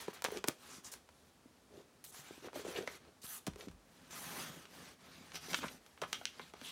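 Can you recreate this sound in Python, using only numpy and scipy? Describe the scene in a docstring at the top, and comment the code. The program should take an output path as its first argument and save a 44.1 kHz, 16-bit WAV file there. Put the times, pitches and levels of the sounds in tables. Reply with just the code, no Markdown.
"""Hardback sketchbooks click and knock as they are handled on a carpet, close to a mono microphone.
Hard impacts on a board edge excite bending waves; soft blows on a cover excite heavily damped modes.
Stick-slip friction of hands, sleeves and covers scrapes, hisses and drums over the pile.
One book lands with a thump that drives the floor's low modes; later a second slides and is tapped
a little further off. The small, quiet room adds a short reverberation, faint air and a low rumble."""
import sys
import numpy as np
from scipy import signal
from scipy.fft import rfft, irfft, next_fast_len
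from scipy.io import wavfile
from scipy.ndimage import uniform_filter1d

SR = 44100
rng = np.random.default_rng(int(sys.argv[2]) if len(sys.argv) > 2 else 0)


def persist_wave(psi):
    """Save psi, clipped to +-1, as 16-bit WAV."""
    counts = np.round(np.clip(psi, -1, 1) * 32767).astype(np.int16)
    wavfile.write(sys.argv[1], SR, np.atleast_2d(counts).T)


N = 296173
ON_PILE_S = 3.9   # from here on the books slide on the carpet
CUTOFF_HZ = 16500


def from_db(db):
    """Amplitude ratio of a level in decibels."""
    return 10 ** (np.asarray(db) / 20)


def rms_one(x):
    """Normalisation to rms 1."""
    return x / np.sqrt(np.mean(x ** 2) + 1e-20)


def seconds(length):
    """Uniform sampling of a time axis."""
    return np.arange(int(length * SR)) / SR


def in_time(rows):
    """Linear interpolation of (seconds, value) rows at every sample."""
    return np.interp(np.arange(N) / SR, *np.transpose(rows))


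def add(track, s, sound):
    """Superposition of a sound on the track at time s."""
    start = max(0, round(s * SR))
    track[start:start + len(sound)] += sound[:N - start]


def ring(t, hz, t60):
    """Free vibration of a damped mode, falling 60 dB in t60 seconds."""
    return np.sin(2 * np.pi * hz * t) * from_db(-60 * t / t60)


def drift(per_s):
    """Slow random modulation through per_s values a second; rms 1."""
    knots = np.arange(N) * per_s / SR
    return rms_one(np.interp(knots, np.arange(N // 20), rng.standard_normal(N // 20)))


def coloured(x, spectrum):
    """Spectral shaping by (Hz, dB) rows, falling 40 dB an octave beyond their ends; rms 1."""
    size = next_fast_len(len(x))
    octave = np.log2(np.maximum(np.fft.rfftfreq(size, 1 / SR), 1))
    hz, db = np.transpose(spectrum)
    outside = np.abs(octave - np.clip(octave, np.log2(hz[0]), np.log2(hz[-1])))
    gain = from_db(np.interp(octave, np.log2(hz), db) - 40 * outside)
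    return rms_one(irfft(rfft(x, size) * gain, size)[:len(x)])


def minimum_phase(gain_db):
    """Minimum phase: folding the cepstrum gives the shortest causal pulse with this spectrum."""
    cepstrum = irfft(np.log(from_db(gain_db)))
    half = len(cepstrum) // 2
    cepstrum[1:half] *= 2
    cepstrum[half + 1:] = 0
    return irfft(np.exp(rfft(cepstrum)))


# Spectrum of the still air. Each row: frequency in Hz, relative level in dB.
AIR_SPECTRUM = [(150, -23), (300, -3), (420, -4), (600, -6), (1400, -11.5), (3000, -17), (5500, -18.5),
                (10000, -22), (16000, -31)]
def air(level_db=-68.3):
    """Ambient noise: a faint, stationary random signal."""
    return from_db(level_db) * coloured(rng.standard_normal(N), AIR_SPECTRUM)


# Spectrum of the rumble. Each row: frequency in Hz, relative level in dB.
RUMBLE_SPECTRUM = [(21, -53), (35, -14), (65, -2), (76, 1), (102, -4.5), (118, -4.5), (161, -2.5),
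                   (216, -2), (260, 1), (340, -46), (570, -120)]
def rumble(drum_gain, room_db=-72, held_db=-64.5, pile_db=-63, reference_db=-50):
    """Incoherent sources add in power: the room's rumble and weight shifting with each stroke."""
    weight_db = np.where(np.arange(N) / SR < ON_PILE_S, held_db, pile_db)
    drag = from_db(weight_db) * (drum_gain / from_db(reference_db)) ** 0.45
    return np.hypot(from_db(room_db), drag) * coloured(rng.standard_normal(N), RUMBLE_SPECTRUM)


# Spectrum of the reflections. Each row: frequency in Hz, relative level in dB.
ROOM_SPECTRUM = [(120, -5), (230, 1), (600, -4), (1400, 0), (2200, -1), (3000, 3), (4300, -1), (6200, -1),
                 (8500, -3), (16000, -7)]
# Reverberant share of the blows, greater further off. Each row: time in seconds, level in dB.
REVERBERANT_SHARE = [(0, -18), (.5, -19.5), (2.9, -13), (3.5, -14), (5.55, -22), (6.02, -12.5),
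                     (6.13, -9.5), (6.26, -13), (6.7, -8)]
def room(blows, rubs, rubs_db=-11, t60=.24, wall_s=0.012):
    """Reverberation: weak scatter from things nearby, the nearest wall's reflection, then a fast decay."""
    t = seconds(2 * t60)
    tail = coloured(rng.standard_normal(len(t)), ROOM_SPECTRUM) * from_db(-60 * t / t60)
    wall = 1 + 0.74 * np.exp(-np.abs(t - wall_s) / 0.0039)
    tail *= np.where(t < wall_s, 0.64, wall) * (t > .002)
    sent = blows * from_db(in_time(REVERBERANT_SHARE)) + rubs * from_db(rubs_db)
    return signal.fftconvolve(sent, tail / np.sqrt(np.sum(tail ** 2)))[:N]


def friction(per_s, spread_db, flutter_db):
    """Stick-slip: fibres catch and let go in impulses of uneven size, bunched by the uneven pile."""
    slips = (rng.random(N) < per_s / SR) * rng.choice([-1, 1], N)
    sizes = from_db(spread_db * np.minimum(rng.exponential(1, N), 4))
    return slips * sizes * from_db(flutter_db * drift(140))


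def scratchy(x, bands=22, depth_db=3.2, per_s=45):
    """Amplitude modulation by band: tufts of different stiffness scratch in turn, each at its own pitch."""
    size = next_fast_len(N)
    hz, spectrum = np.fft.rfftfreq(size, 1 / SR), rfft(x, size)
    centres = np.geomspace(2000, CUTOFF_HZ, bands)
    out = np.zeros(N)
    for band in np.eye(bands):
        swell = from_db(depth_db * np.clip(drift(per_s), -2, 2))
        out += irfft(spectrum * np.interp(hz, centres, band), size)[:N] * swell
    return rms_one(out)


# Spectrum of flicking creases. Each row: frequency in Hz, relative level in dB.
CREASE_SPECTRUM = [(2500, 2), (4000, 11.5), (6000, -3), (8000, -16), (11500, -14), (15500, -27)]
def crackle(hiss_gain, full_db=-66, stir_db=-88, reference_db=-58):
    """Buckling: creases of sleeve and paper flick over in clusters; the sleeve is never quite still."""
    flicks = friction(per_s=300, spread_db=2.4, flutter_db=3)
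    motion = np.hypot(hiss_gain, from_db(stir_db)) / from_db(reference_db)
    return from_db(full_db) * np.minimum(motion, 1) ** .7 * coloured(flicks, CREASE_SPECTRUM)


# Short bands of noise: quick scuffs of paper and cloth, and the woody ring of one clack (at 2.875 s).
# Each row: start in seconds, length in seconds, level in dB, centre in Hz, distance to the band's
# -4 dB points in octaves.
NOISE_BURSTS = [(0.008, 0.015, -55, 8000, 0.82), (0.135, 0.015, -58, 7900, 0.71),
                (0.475, 0.0026, -43, 8300, 0.69), (0.7, 0.077, -59, 6000, 0.43),
                (0.845, 0.028, -52, 6500, 0.4), (0.917, 0.018, -50, 7300, 0.66),
                (2.040, 0.011, -50, 9500, 2.6), (2.76, 0.0085, -45, 2900, 0.33),
                (2.769, 0.012, -52, 1650, 0.18), (2.875, 0.0017, -38.5, 1920, 0.16),
                (3.29, 0.06, -54, 13600, 0.1), (3.217, 0.029, -59.5, 5170, 0.93),
                (3.243, 0.14, -54.5, 10700, 0.25), (4.155, 0.29, -57, 11100, 0.36),
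                (5.344, 0.031, -52, 5230, 0.2), (5.356, 0.008, -49, 2900, 0.54),
                (5.43, 0.077, -61, 5900, 0.079), (5.555, 0.026, -50, 3200, 0.41),
                (5.638, 0.0062, -42.5, 1400, 0.081), (6.142, 0.025, -55, 3100, 0.24),
                (6.268, 0.017, -54, 2680, 0.33), (6.413, 0.022, -60.5, 3850, 0.2),
                (6.643, 0.092, -52.5, 3180, 0.29)]
def scuffs_and_clack(attack_s=0.00015, release_s=0.0076):
    """Band-limited noise starts at once and trails off: heard as quick scuffs and one woody clack."""
    out = np.zeros(N)
    for s, length, db, hz, width in NOISE_BURSTS:
        t = seconds(length + 0.03)
        band = [(hz * 2 ** (k * width), -4 * k * k) for k in range(-3, 4)]
        attack = 1 - np.exp(-t / attack_s)
        release = np.exp(-np.maximum(t - length, 0) / min(release_s, length))
        add(out, s, from_db(db) * attack * release * coloured(rng.standard_normal(len(t)), band))
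    return out


# Spectra of near scraping, far scraping and snags. Each row: frequency in Hz, relative level in dB.
NEAR_SPECTRUM = [(380, -62), (650, -10.5), (806, -6.5), (940, -8), (1100, -5), (1770, -8.5), (2200, -11),
                 (2750, -11), (3210, -11), (7500, -28.5), (9750, -55), (16500, -120)]
FAR_SPECTRUM = [(410, -49), (700, 3.5), (862, -8), (1000, -5), (1470, 0), (1660, 4.5), (2300, 3),
                (3300, -3), (4700, 1.5), (5850, -5.5), (7500, -26), (9750, -28), (16500, -120)]
SNAG_SPECTRUM = [(700, 11), (1800, 4), (4000, -5), (8000, -15), (15000, -19)]
# The handling moves away. Each row: time in seconds, far scrape's share of the power from 0 to 1.
FAR_POWER_SHARE = [(4.6, 0.26), (5.2, 0.6)]
def scraping(slips, held, snag_db=-9):
    """Sliding friction excites the boards; single sleeve fibres snag on the book while it is held."""
    far_share = in_time(FAR_POWER_SHARE)
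    near = coloured(slips, NEAR_SPECTRUM)
    far = scratchy(coloured(friction(per_s=7000, spread_db=0.5, flutter_db=2), FAR_SPECTRUM))
    snags = coloured(friction(per_s=90, spread_db=8.5, flutter_db=-4), SNAG_SPECTRUM)
    return np.sqrt(1 - far_share) * near + np.sqrt(far_share) * far + held * from_db(snag_db) * snags


# Spectra of a cover in the hand and on the pile. Each row: frequency in Hz, relative level in dB.
HELD_SPECTRUM = [(170, -17), (270, -7), (340, -2), (415, 3), (500, -3), (640, -8), (900, -15)]
PILE_SPECTRUM = [(115, -8), (165, 5), (205, -2), (260, -1), (330, -4), (450, -4), (600, -7), (850, -9)]
def drumming(held, wander_octaves=.13):
    """Forced vibration: a held cover booms at a pitch the grip shifts; the pile gives a low, rough burr."""
    stutter = friction(per_s=1500, spread_db=1.2, flutter_db=2.2)
    read_position = np.cumsum(2 ** (wander_octaves * drift(14)))
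    boom = np.interp(read_position % N, np.arange(N), coloured(stutter, HELD_SPECTRUM))
    return np.where(held, boom, coloured(stutter, PILE_SPECTRUM))


def cover_reflection(x, share=0.25, lag_s=0.001087, wander_octaves=0.614):
    """Comb filtering: sound interferes with its bounce off the cover, whose path varies with the hand."""
    n = np.arange(N)
    lag = lag_s * SR * 2 ** (wander_octaves * drift(9))
    return (x + share * np.interp(n - lag, n, x)) / np.hypot(1, share)


# Strokes of a hand, sleeve or cover. Each row: start in seconds, length in seconds, share of the
# length spent speeding up, then peak levels of scrape, hiss and drumming in dB.
RUBBING_STROKES = [(0, 0.07, 0.055, -52.5, -59, -59.5), (0.065, 0.062, 0.45, -58, -68, -63),
                   (0.126, 0.09, 0.15, -57.5, -69, -68), (0.237, 0.058, 0.29, -54, -57.5, -52),
                   (0.285, 0.11, 0.87, -53, -59, -48.5), (0.462, 0.068, 0.3, -57, -63, -52),
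                   (0.572, 0.24, 0.72, -60, -62.5, -67), (0.834, 0.077, 0.34, -59.5, -61, -70),
                   (0.907, 0.082, 0.15, -63, -64.5, -66.5), (1.09, .28, .3, -88, -78, -85),
                   (1.7, .13, .62, -70, -75, -59), (2.039, 0.075, 0.76, -82, -59, -73),
                   (2.117, 0.11, 0.51, -59.5, -56, -71), (2.206, 0.23, 0.33, -60.5, -65, -72),
                   (2.422, 0.06, 0.67, -56, -67, -51), (2.538, 0.1, 0.25, -53, -58, -51),
                   (2.636, 0.11, 0.48, -52.5, -57, -50.5), (2.736, 0.06, 0.54, -48.5, -57, -47.5),
                   (2.766, 0.09, 0.22, -58, -63, -47), (2.83, .15, 0.87, -60, -62, -63),
                   (2.95, 0.15, 1, -70, -93, -64), (3.23, 0.043, 0.54, -57, -52, -69),
                   (3.265, 0.13, 0.67, -56.5, -52, -73), (3.572, 0.097, 0.36, -61, -63, -56.5),
                   (3.847, 0.75, 0.89, -65, -69, -63), (4.099, 0.22, 0.31, -53, -54.5, -61),
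                   (4.228, 0.28, 0.68, -49.5, -55, -53.5), (4.477, 0.21, 0.14, -59.5, -64, -59),
                   (4.673, 0.28, 0.59, -60, -65, -60), (4.982, 0.82, 0.13, -63, -70, -67.5),
                   (5.332, 0.057, 0.48, -52.5, -58.5, -57), (5.405, 0.08, 0.77, -55.5, -60.5, -61),
                   (5.481, 0.073, 0.41, -48.5, -51.5, -51), (5.535, 0.07, 0.35, -51, -48.5, -61),
                   (5.602, 0.091, 0.24, -51.5, -59, -50), (5.666, 0.12, 0.32, -62, -64, -60),
                   (6.012, 0.05, 0.35, -64, -66, -50), (6.058, 0.28, 0.19, -65, -66.5, -65.5),
                   (5.797, 0.24, 0.32, -72.5, -76.5, -90), (6.317, 0.21, 0.38, -62.5, -69.5, -68.5),
                   (6.546, 0.11, 0.86, -61.5, -71, -73), (6.625, 0.089, 0.62, -56, -58, -65.5)]
def stroke_gains(exponents=(0.56, 0.56, 0.76)):
    """Power laws: scrape, hiss and drumming follow each stroke's speed, which rises and falls in an arc."""
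    power = np.zeros((3, N))
    for s, length, rise, *levels_db in RUBBING_STROKES:
        arc = np.interp(seconds(length) / length, [0, np.clip(rise, .05, .95), 1], [0, .5, 1])
        speed = np.abs(np.sin(np.pi * arc))
        for layer, db, exponent in zip(power, levels_db, exponents):
            add(layer, s, (from_db(db) * speed ** exponent) ** 2)
    return np.sqrt(power)


# Spectrum of the fibres' hiss. Each row: frequency in Hz, relative level in dB.
FIBRE_SPECTRUM = [(6000, 5), (7500, 1.5), (9800, 2.5), (12000, 0), (15500, -4.5), (16400, -39)]
def rubbing(scrape_gain, hiss_gain, drum_gain):
    """Friction noise: slips scrape along the boards, hiss in the fibres and set the cover drumming."""
    held = np.arange(N) / SR < ON_PILE_S
    slips = friction(per_s=26000, spread_db=2.5, flutter_db=1.14)
    scrape = scrape_gain * scraping(slips, held)
    hiss = hiss_gain * scratchy(coloured(slips, FIBRE_SPECTRUM))
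    drum = drum_gain * drumming(held)
    return cover_reflection(scrape + hiss) + drum


# Modes of the floor. Each row: frequency in Hz, relative level in dB, 60 dB decay time in seconds.
FLOOR_RESONANCES = [(47, -12.5, 0.4), (71, -1, 0.13), (86.5, -11, 0.2), (169, -2.5, 0.1)]
# Weight landing on the carpet. Each row: start in seconds, gain in dB.
LANDINGS = [(3.48, -39), (3.535, -51), (3.691, -45), (3.736, -53), (5.656, -52)]
def thumps(swell_s=0.0069):
    """Modal response: the floor rings low under the weight of a book."""
    out, t = np.zeros(N), seconds(.6)
    floor = sum(from_db(db) * ring(t, hz, t60) for hz, db, t60 in FLOOR_RESONANCES)
    floor *= 1 - np.exp(-t / swell_s)
    for s, db in LANDINGS:
        add(out, s, from_db(db) * floor)
    return out


# Modes of the second book's stiff cover. Each row: frequency in Hz, relative level in dB,
# 60 dB decay time in seconds.
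COVER_MODES = [(680, -9, .1), (980, 0, .1), (1152, -1, .1), (1360, -5, .07), (2078, -1, .08),
               (2350, -6, .08), (2920, -3, .08), (3040, -3, .08), (3410, -6, .07), (4060, -9, .07),
               (6160, -9, .05)]
# Taps on that cover. Each row: start in seconds, gain in dB, most strongly driven frequency in Hz.
COVER_TAPS = [(5.545, -50, 2900), (5.641, -55, 1500), (6.024, -42, 1250), (6.131, -47.5, 3500),
              (6.256, -49, 3400), (6.396, -56, 1900)]
def cover_rings(swell_s=0.0034, spread_octaves=0.7):
    """Selective excitation: a flat tap rings the cover's low modes, a sharp tap its high ones."""
    out, t = np.zeros(N), seconds(.3)
    swell = 1 - np.exp(-t / swell_s)
    for s, db, centre_hz in COVER_TAPS:
        for hz, mode_db, t60 in COVER_MODES:
            drive = np.exp(-.5 * (np.log2(hz / centre_hz) / spread_octaves) ** 2)
            detune = 1 + .003 * rng.standard_normal()
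            add(out, s, from_db(db + mode_db) * drive * ring(t, hz * detune, t60) * swell)
    return out


# Soft blows on a cover. Each row: start in seconds, peak level in dB, main mode's frequency in Hz,
# its 60 dB decay time in seconds.
SOFT_BLOWS = [(0.082, -28, 404, 0.014), (0.2475, -32, 498, 0.0073), (0.285, -37, 374, 0.0048),
              (0.321, -37.5, 416, 0.049), (0.367, -38.5, 374, 0.099), (0.4426, -33, 413, 0.018),
              (0.4855, -25.5, 293, 0.013), (0.782, -50, 183, 0.036), (1.457, -47.5, 260, 0.024),
              (1.775, -48, 352, 0.041), (2.19, -54, 140, 0.077), (2.308, -39.5, 347, 0.014),
              (2.378, -46.5, 307, 0.015), (2.445, -38.5, 446, 0.01), (2.473, -41, 483, 0.013),
              (2.557, -35.5, 603, 0.035), (2.571, -42, 290, 0.033), (2.592, -42.5, 476, 0.04),
              (2.65, -37.5, 396, 0.025), (2.681, -37.5, 349, 0.039), (2.703, -42, 410, 0.036),
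              (2.787, -31, 400, 0.02), (2.807, -36, 403, 0.035), (2.831, -42, 450, 0.033),
              (2.876, -37, 530, 0.013), (3.241, -50, 130, 0.028), (3.471, -37, 300, 0.01),
              (3.48, -30, 178, 0.032), (3.559, -45.5, 400, 0.035), (3.672, -39, 242, 0.025),
              (3.682, -39.5, 213, 0.017), (4.265, -47, 160, 0.062), (4.497, -46, 156, 0.12),
              (4.573, -49, 161, 0.07), (5.21, -48.5, 188, 0.043), (5.484, -42.5, 396, 0.016),
              (5.534, -44, 630, 0.0086), (5.586, -43.5, 260, 0.046), (5.644, -38.5, 196, 0.032),
              (6.023, -39, 475, 0.018), (6.13, -49, 403, 0.0053), (6.3953, -41, 425, 0.016),
              (6.539, -45.5, 428, 0.011), (6.618, -48, 253, 0.032)]
def knocks(contact_s=0.0011, radiate_hz=165):
    """Heavy damping: a soft blow excites three modes of the cover, and the pages absorb them at once."""
    out, t = np.zeros(N), seconds(.1)
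    small_board = signal.butter(2, radiate_hz, "high", fs=SR, output="sos")   # too small to radiate bass
    swell = 1 - np.exp(-(t / contact_s) ** 2)
    for s, db, hz, t60 in SOFT_BLOWS:
        side_modes = ring(t, hz * 0.52, t60 * 2.7) + ring(t, hz * 1.56, t60 * 1.04)
        knock = signal.sosfilt(small_board, (ring(t, hz, t60) + 0.16 * side_modes) * swell)
        add(out, s, from_db(db) * knock / np.abs(knock).max())
    return out


def edge_contact(t, crunch_db, crunch_t60=0.039, chatter_s=.001, smooth_hz=700):
    """Contact force: a snap, chatter and a short crunch, whitened so that only fine ripple remains."""
    crunch = rng.standard_normal(len(t)) * from_db(-60 * t / crunch_t60)
    force = 3 * from_db(crunch_db) * crunch / np.linalg.norm(crunch)
    force += .17 * rng.standard_normal(len(t)) * np.exp(-t / chatter_s)
    force[0] = 1   # the snap
    broad_power = uniform_filter1d(np.abs(rfft(force)) ** 2, size=round(smooth_hz * len(t) / SR))
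    whitening = minimum_phase(-10 * np.log10(broad_power + 1e-9))
    return signal.fftconvolve(force, whitening)[:len(t)]


# Resonances and hollows of each book's edge. Each row: centre in Hz, width in Hz, lift in dB.
FIRST_EDGE = [(970, 34, 8), (1360, 210, 3), (1780, 100, 0), (2410, 84, 5), (2790, 99, -3.5), (3470, 210, 0),
              (6300, 3900, 4), (9800, 1700, 4)]
SECOND_EDGE = [(1400, 300, 4), (1940, 160, -4), (2320, 260, 4), (2530, 120, -4), (3100, 600, 4.5),
               (3850, 300, 2.5), (6000, 1200, 7), (9900, 1900, 3)]
# Hard contacts of the edges. Each row: start in seconds, rms level of the first 2 ms in dB, tilt in dB
# per octave, fall either side of 3 kHz in dB per octave squared (none if negative), crunch gain in dB.
EDGE_IMPACTS = [(0.0805, -44, -8.5, 0, 9), (0.2214, -39.5, -3.5, -3, -16), (0.2424, -31, -2.5, 0.2, -18),
                (0.248, -28.5, -6.5, 2, -9.5), (0.261, -36, -11, 4.5, -14), (0.2842, -45, -8, -1.5, -6),
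                (0.318, -48, 7, -0.5, -8), (0.3725, -42.5, -1, 4.5, -13), (0.4413, -33, -6.5, 1, -14),
                (0.4816, -36, -9, 2.5, -3), (0.4846, -25, 1.2, 1, -22), (0.9383, -44.5, -2.5, 0.5, -15),
                (1.0895, -54.5, -7, 1, -8), (2.484, -48, -18.5, 4.5, -1.5), (2.531, -47, -8.5, -3, -9),
                (2.649, -49, -9, 0, -10), (2.825, -52, -2, 6, -16), (2.875, -38.5, -7, 2.5, -12.5),
                (3.4664, -40.5, 0.5, 2.5, 2), (3.469, -42.5, -7.5, -3, -1), (3.4768, -44.5, -4.5, 0, -9),
                (3.535, -57, -5, 3, -12), (3.559, -51.5, -5, 0.5, -13), (3.6078, -48.5, -3, 8, 9),
                (3.6843, -51.5, -5, 2.5, -12), (3.713, -59, -5, 0, -8), (4.109, -51, -3.5, -2, -22),
                (4.654, -51, -6, 2.5, -10), (5.319, -48.5, -6.5, 3, -10), (5.3435, -50, -10, 4, 5),
                (5.355, -43.5, -3, 1.5, 5), (5.5321, -35.5, -4, 4.5, -11), (5.5375, -37.5, -18.5, 3.5, -7),
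                (5.5441, -26.5, -6.5, 4, -12), (5.589, -41.5, -7, 2, -18), (5.631, -43, -12, 2.5, 9),
                (5.6395, -36.5, -24, 7, 1.5), (5.682, -45, -5, 7.5, 3), (5.863, -55.5, -3, 1.5, -4),
                (5.976, -54, -13, 5.5, -9), (6.0165, -38.5, -6, 1, 9), (6.0212, -42, -16, 1.5, -2),
                (6.0346, -39.5, -15.5, 4.5, -2), (6.127, -45, -2.5, -1, 2), (6.1297, -29.5, -3.5, 2.5, -17),
                (6.213, -47, -11.5, 1, -8), (6.2544, -29.5, 0, 5.5, -20), (6.3951, -42.5, -12.5, 3, -6),
                (6.537, -47, -8, -9, -9.5), (6.614, -46.5, -5.5, 1.5, -15)]
def clicks(radiate_hz=420, crossing_s=.0004, size=2048):
    """Dispersion: an edge impact sends bending waves across the resonant board, the low ones slowest."""
    out, t = np.zeros(N), np.arange(size) / SR
    hz = np.maximum(np.fft.rfftfreq(size, 1 / SR), 20)
    octaves = np.clip(np.log2(hz / 3000), -2.2, 2.3)
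    bass_db = -10 * np.log10(1 + (radiate_hz / hz) ** 4)   # a small board radiates little bass
    bending = np.exp(-4j * np.pi * crossing_s * np.sqrt(3000 * hz))   # delay of crossing_s at 3 kHz
    for s, db, tilt_db, fall_db, crunch_db in EDGE_IMPACTS:
        modes = FIRST_EDGE if s < ON_PILE_S else SECOND_EDGE
        modes_db = sum(lift / (1 + (2 * (hz - centre) / width) ** 2) for centre, width, lift in modes)
        # hardness and place of the contact decide which resonances speak
        contact_db = tilt_db * octaves - max(fall_db, 0) * octaves ** 2
        board = irfft(rfft(minimum_phase(bass_db + modes_db + contact_db)) * bending)
        click = signal.fftconvolve(edge_contact(t, crunch_db), board)[:size]
        onset_rms = np.sqrt(np.mean(click[:SR // 500] ** 2))
        add(out, s, from_db(db) * click / onset_rms)
    return out


def scene():
    """Superposition of blows, rubbing, their reflections and the background, alike in both channels."""
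    scrape_gain, hiss_gain, drum_gain = stroke_gains()
    blows = clicks() + knocks() + cover_rings()
    rubs = rubbing(scrape_gain, hiss_gain, drum_gain) + crackle(hiss_gain) + scuffs_and_clack()
    mono = air() + room(blows, rubs) + rumble(drum_gain) + rubs + thumps() + blows
    return np.array([mono, mono])


def record(dry):
    """Band limiting: the microphone drops the deepest bass, and a steep low-pass cuts the top."""
    thin = signal.sosfilt(signal.butter(6, 40, "high", fs=SR, output="sos"), dry)
    return signal.sosfilt(signal.ellip(10, .2, 70, CUTOFF_HZ, fs=SR, output="sos"), thin)


dry = scene()
out = record(dry)
persist_wave(out)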